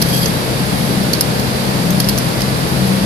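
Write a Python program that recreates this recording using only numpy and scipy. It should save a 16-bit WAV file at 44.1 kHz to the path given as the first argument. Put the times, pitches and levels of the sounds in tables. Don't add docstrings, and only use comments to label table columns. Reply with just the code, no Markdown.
import sys
import numpy as np
from scipy import signal
from scipy.fft import rfft, irfft, next_fast_len
from scipy.io import wavfile
from scipy.ndimage import uniform_filter1d, map_coordinates

SR = 44100
rng = np.random.default_rng(int(sys.argv[2]) if len(sys.argv) > 2 else 0)


def inscribe(sig):
    pcm = np.round(np.clip(np.atleast_2d(sig).T, -1, 1) * 32767)
    wavfile.write(sys.argv[1], SR, pcm.astype(np.int16))


def gain_from_db(level_db):
    decades = np.asarray(level_db, float) / 20
    return 10 ** decades


N = 134505


def unit(x):
    return x / np.sqrt(np.mean(x ** 2) + 1e-20)


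def along(points, hz):
    f, value = np.transpose(points)
    return np.interp(np.log(hz + 1), np.log(f + 1), value)


def curve(rows):
    seconds, value = np.transpose(rows)
    return np.interp(np.arange(N) / SR, seconds, value)


def wobble(rate):
    knots = rng.standard_normal(200)
    return map_coordinates(knots, [np.arange(N) * min(rate, 60) / SR])


def filtered(x, response):
    size = next_fast_len(N + 8192)
    hz = np.fft.rfftfreq(size, 1 / SR)
    return irfft(rfft(x, size) * response(hz), size)[..., :N]


def tone(hz, db, drift_hz):
    cycles = np.cumsum(hz + drift_hz * wobble(6)) / SR + rng.random()
    return np.sqrt(2) * gain_from_db(db) * np.sin(2 * np.pi * cycles)


# start in seconds, peak in dB, rattle length in seconds, brightness in dB per octave,
# the mode rung hardest in Hz.
PAWL_DROPS = [(0.0162, -6.5, .004, -1, 11100), (0.0217, -2.5, .005, 6.5, 5630),
              (0.2573, -8, .005, -1.5, 6400), (1.032, -23, .004, -11, 5200),
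              (1.1325, -4.5, .005, 4.5, 4460), (1.149, -13, .003, 0, 4800), (1.2083, 1, .004, 10.5, 5360),
              (1.395, -11, .005, 5, 14300), (1.905, -8.5, .002, 9, 6450), (2.0002, -4.5, .007, 0, 10900),
              (2.0435, -15, .003, -4, 5060), (2.087, -4.5, .003, 4, 11500), (2.0922, -5, .005, 6, 4400),
              (2.177, -8.5, .004, 9, 6400), (2.184, -6.5, .004, 5, 5900), (2.406, -11, .004, -1.5, 14300),
              (2.417, -13, .004, 0, 5070)]
# pitch in Hz, level in dB, 60 dB decay time in seconds.
TIN_MODES = [(1680, -11, .03), (3250, -4, .028), (4460, -8, .022), (4980, -6, .014), (5350, -3, .016),
             (5900, -1.5, .014), (6400, -2.5, .016), (7550, -7, .01), (8350, -6, .012), (10450, -8, .012),
             (11200, -3, .016), (12000, -3, .013), (13100, -5, .024), (14300, -9, .06)]


def ratchet():
    contacts, drops = 7, len(PAWL_DROPS)
    detune, mode_scatter_db = .009, 2.5
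    favour_peak_db, favour_octaves = 10, .07
    crack_db, crack_t60 = 5, .005
    fade_db, drop_level_db = 7.5, -8
    out = np.zeros((2, N + SR))
    t = np.arange(SR // 14) / SR
    hz, level, t60 = np.transpose(TIN_MODES)[:, :, None]
    chance = rng.standard_normal((drops, contacts, 3, len(TIN_MODES), 1))
    when = (np.arange(contacts) + rng.random((drops, contacts))) / contacts
    for (start, peak_db, length, tilt_db, best_hz), lucks, shares in zip(PAWL_DROPS, chance, when):
        favour_db = favour_peak_db * np.exp(-(np.log2(hz / best_hz) / favour_octaves) ** 2)
        struck_db = level + favour_db + tilt_db * np.log2(hz / 7500)
        rattle = np.zeros((2, 2 * len(t)))
        for (pitch_luck, level_luck, phase_luck), share in zip(lucks, shares):
            phase = 2 * np.pi * hz * (1 + detune * pitch_luck) * t
            gain = gain_from_db(struck_db + mode_scatter_db * level_luck - 60 * t / t60)
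            left = (gain * np.sin(phase)).sum(0)
            right = (gain * np.sin(phase + phase_luck)).sum(0)
            crack = gain_from_db(crack_db - 60 * t / crack_t60) * np.diff(rng.standard_normal((2, len(t) + 1)))
            contact = np.array([left, right]) + crack
            rattle[:, round(share * length * SR):][:, :len(t)] += gain_from_db(-fade_db * share) * contact
        strongest = np.sqrt(uniform_filter1d(rattle ** 2, size=64).max())
        out[:, round(start * SR):][:, :2 * len(t)] += gain_from_db(peak_db + drop_level_db) * rattle / strongest
    return out[:, :N]


# time in seconds, scrape level in dB.
SCRAPE_LEVEL = [(0, -60), (.06, -33), (.12, -26.5), (.18, -25), (.235, -25), (.26, -28.5), (.31, -38),
                (.66, -60), (.76, -38.5), (.92, -39), (1.0, -79), (2.8, -65.5), (2.87, -30), (2.92, -60),
                (3.05, -66)]
# pitch in Hz, width in Hz, level in dB.
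KEY_RESONANCES = [(3240, 80, 0.5), (4900, 600, -12), (6150, 200, -6), (7920, 200, -5), (10800, 200, -5),
                  (11350, 320, 0), (12750, 250, -6), (14200, 400, -9)]


def key_response(f):
    total = 0
    for k, (centre, width, db) in enumerate(KEY_RESONANCES):
        band = 1j * f * width / (centre * centre - f * f + 1j * f * width)
        total = total + (-1) ** k * gain_from_db(db) * band
    return total


def scrape():
    grains_per_s, uneven_db = 5000, 1.6
    slipping = rng.random((2, N)) < grains_per_s / SR
    force = gain_from_db(uneven_db * rng.exponential(size=(2, N))) * rng.standard_normal((2, N))
    return gain_from_db(curve(SCRAPE_LEVEL) + 2 * wobble(60)) * unit(filtered(slipping * force, key_response))


# frequency in Hz, left port over right in dB.
HAND_SHADOW = [(2000, -3), (5000, -10), (7000, -7), (9500, -4), (11500, -7), (14000, -14)]


def shaded(toy):
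    half = np.array([[0.5], [-0.5]])
    return filtered(toy, lambda hz: gain_from_db(along(HAND_SHADOW, hz) * half))


def hall(x):
    t60 = .12
    t = np.arange(SR // 3) / SR
    tail = rng.standard_normal((2, len(t))) * gain_from_db(-60 * t / t60)
    return signal.fftconvolve(x, tail / np.linalg.norm(tail[0]), axes=1)[:, :N]


# frequency in Hz, level in dB.
AIR_SPECTRUM = [(22, -23.5), (60, -9), (200, -1), (400, -9), (560, -9), (1100, -15), (3000, -19.5),
                (15000, -33.5)]
# frequency in Hz, likeness from 0 to 1.
AIR_LIKENESS = [(60, 0.94), (200, 0.88), (400, 0.56), (800, 0.37), (1300, 0.42), (2500, 0.017)]


def fan_air():
    def mid_and_side(hz):
        turn = np.arccos(np.clip(along(AIR_LIKENESS, hz), -1, 1)) / 2
        return gain_from_db(along(AIR_SPECTRUM, hz)) * [np.cos(turn), np.sin(turn)]

    mid, side = filtered(rng.standard_normal((2, N)), mid_and_side)
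    return gain_from_db(-19.5) * unit(np.array([mid + side, mid - side]))


# pitch in Hz, rms level in dB, unsteadiness in dB, pitch drift in Hz.
BLADE_TONES = [(130.4, -26, 1.5, 1.98), (167.9, -31.5, 5.5, 3.34), (222.1, -36.5, 3, 4.18),
               (66, -50.5, 3.5, 2.05), (466, -37.5, 1, 5.62), (524.3, -39, 3, 6), (599, -43, 5.5, 4.05)]
# time in seconds, rms level in dB.
BEATING_LEVEL = [(0.0, -51), (0.1, -23), (0.34, -28.5), (0.37, -33), (1.07, -23.5), (1.16, -32),
                 (2.05, -20), (2.39, -35.5), (2.43, -23), (2.65, -47), (2.8, -18.5), (3.05, -19)]


def fan_blades():
    hum = sum(tone(hz, db + swing_db * wobble(7), drift) for hz, db, swing_db, drift in BLADE_TONES)
    beating_db = curve(BEATING_LEVEL) - .7 + 0.9 * wobble(8.34)
    return hum + tone(194.4, beating_db, 2.08)


# pitch in Hz, rms level in dB.
WHINE_TONES = [(4700, -56.5), (4851, -55), (9700, -70), (9900, -59.5), (10000, -56), (10050, -53),
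               (10200, -54), (10300, -56)]


def power_whine():
    return sum(tone(hz, db + 4.6 * wobble(2.52), 2.58) for hz, db in WHINE_TONES)


def fans():
    lag_s = -.0004
    half_lag = lag_s / 2 * np.array([[1], [-1]])
    equipment = fan_air() + fan_blades() + power_whine()
    return filtered(equipment, lambda hz: np.exp(-2j * np.pi * hz * half_lag))


def scene():
    toy = shaded(ratchet() + scrape())
    return toy + gain_from_db(-12) * hall(toy) + fans()


def causal(points):
    hz = np.fft.rfftfreq(4096, 1 / SR)
    cepstrum = irfft(np.log(gain_from_db(along(points, hz))))
    cepstrum[1:2048] *= 2
    cepstrum[2049:] = 0
    return irfft(np.exp(rfft(cepstrum)))


# frequency in Hz, gain in dB.
LEFT_RESPONSE = [(60, 6.5), (1200, 0), (4500, -0.5), (7500, 2.5), (11300, 11.5), (13000, 7.5), (14450, 1.5),
                 (15100, -20)]
# frequency in Hz, gain in dB.
RIGHT_RESPONSE = [(60, -4.5), (400, 1.5), (1300, 3), (3000, 1), (4700, 9.5), (6000, 1), (8800, -10),
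                  (14500, -19.5)]


def ports(dry):
    responses = np.array([causal(LEFT_RESPONSE), causal(RIGHT_RESPONSE)])
    return np.clip(signal.fftconvolve(dry, responses, axes=1)[:, :N], -1, 1)


# frequency in Hz, threshold in dB.
QUIET_THRESHOLD = [(6000, -75), (8000, -60), (9300, -58), (10100, -61), (10700, -55), (13000, -55),
                   (14300, -51)]


def muted(x):
    hz, _, z = signal.stft(x, SR, nperseg=2048)
    band_power = (abs(z[:, :1024]) ** 2).reshape(2, 64, 16, -1).sum(2)
    power = np.repeat(band_power, 16, axis=1)
    z[:, :1024] *= power > gain_from_db(2 * along(QUIET_THRESHOLD, hz[:1024]))[:, None]
    return signal.istft(z, SR, nperseg=2048)[1][:, :N]


def top_cut(x):
    return signal.sosfilt(signal.butter(12, 15010, fs=SR, output="sos"), x)


def record(dry):
    mix = muted(ports(dry))
    return top_cut(mix)


dry = scene()
out = record(dry)
inscribe(out)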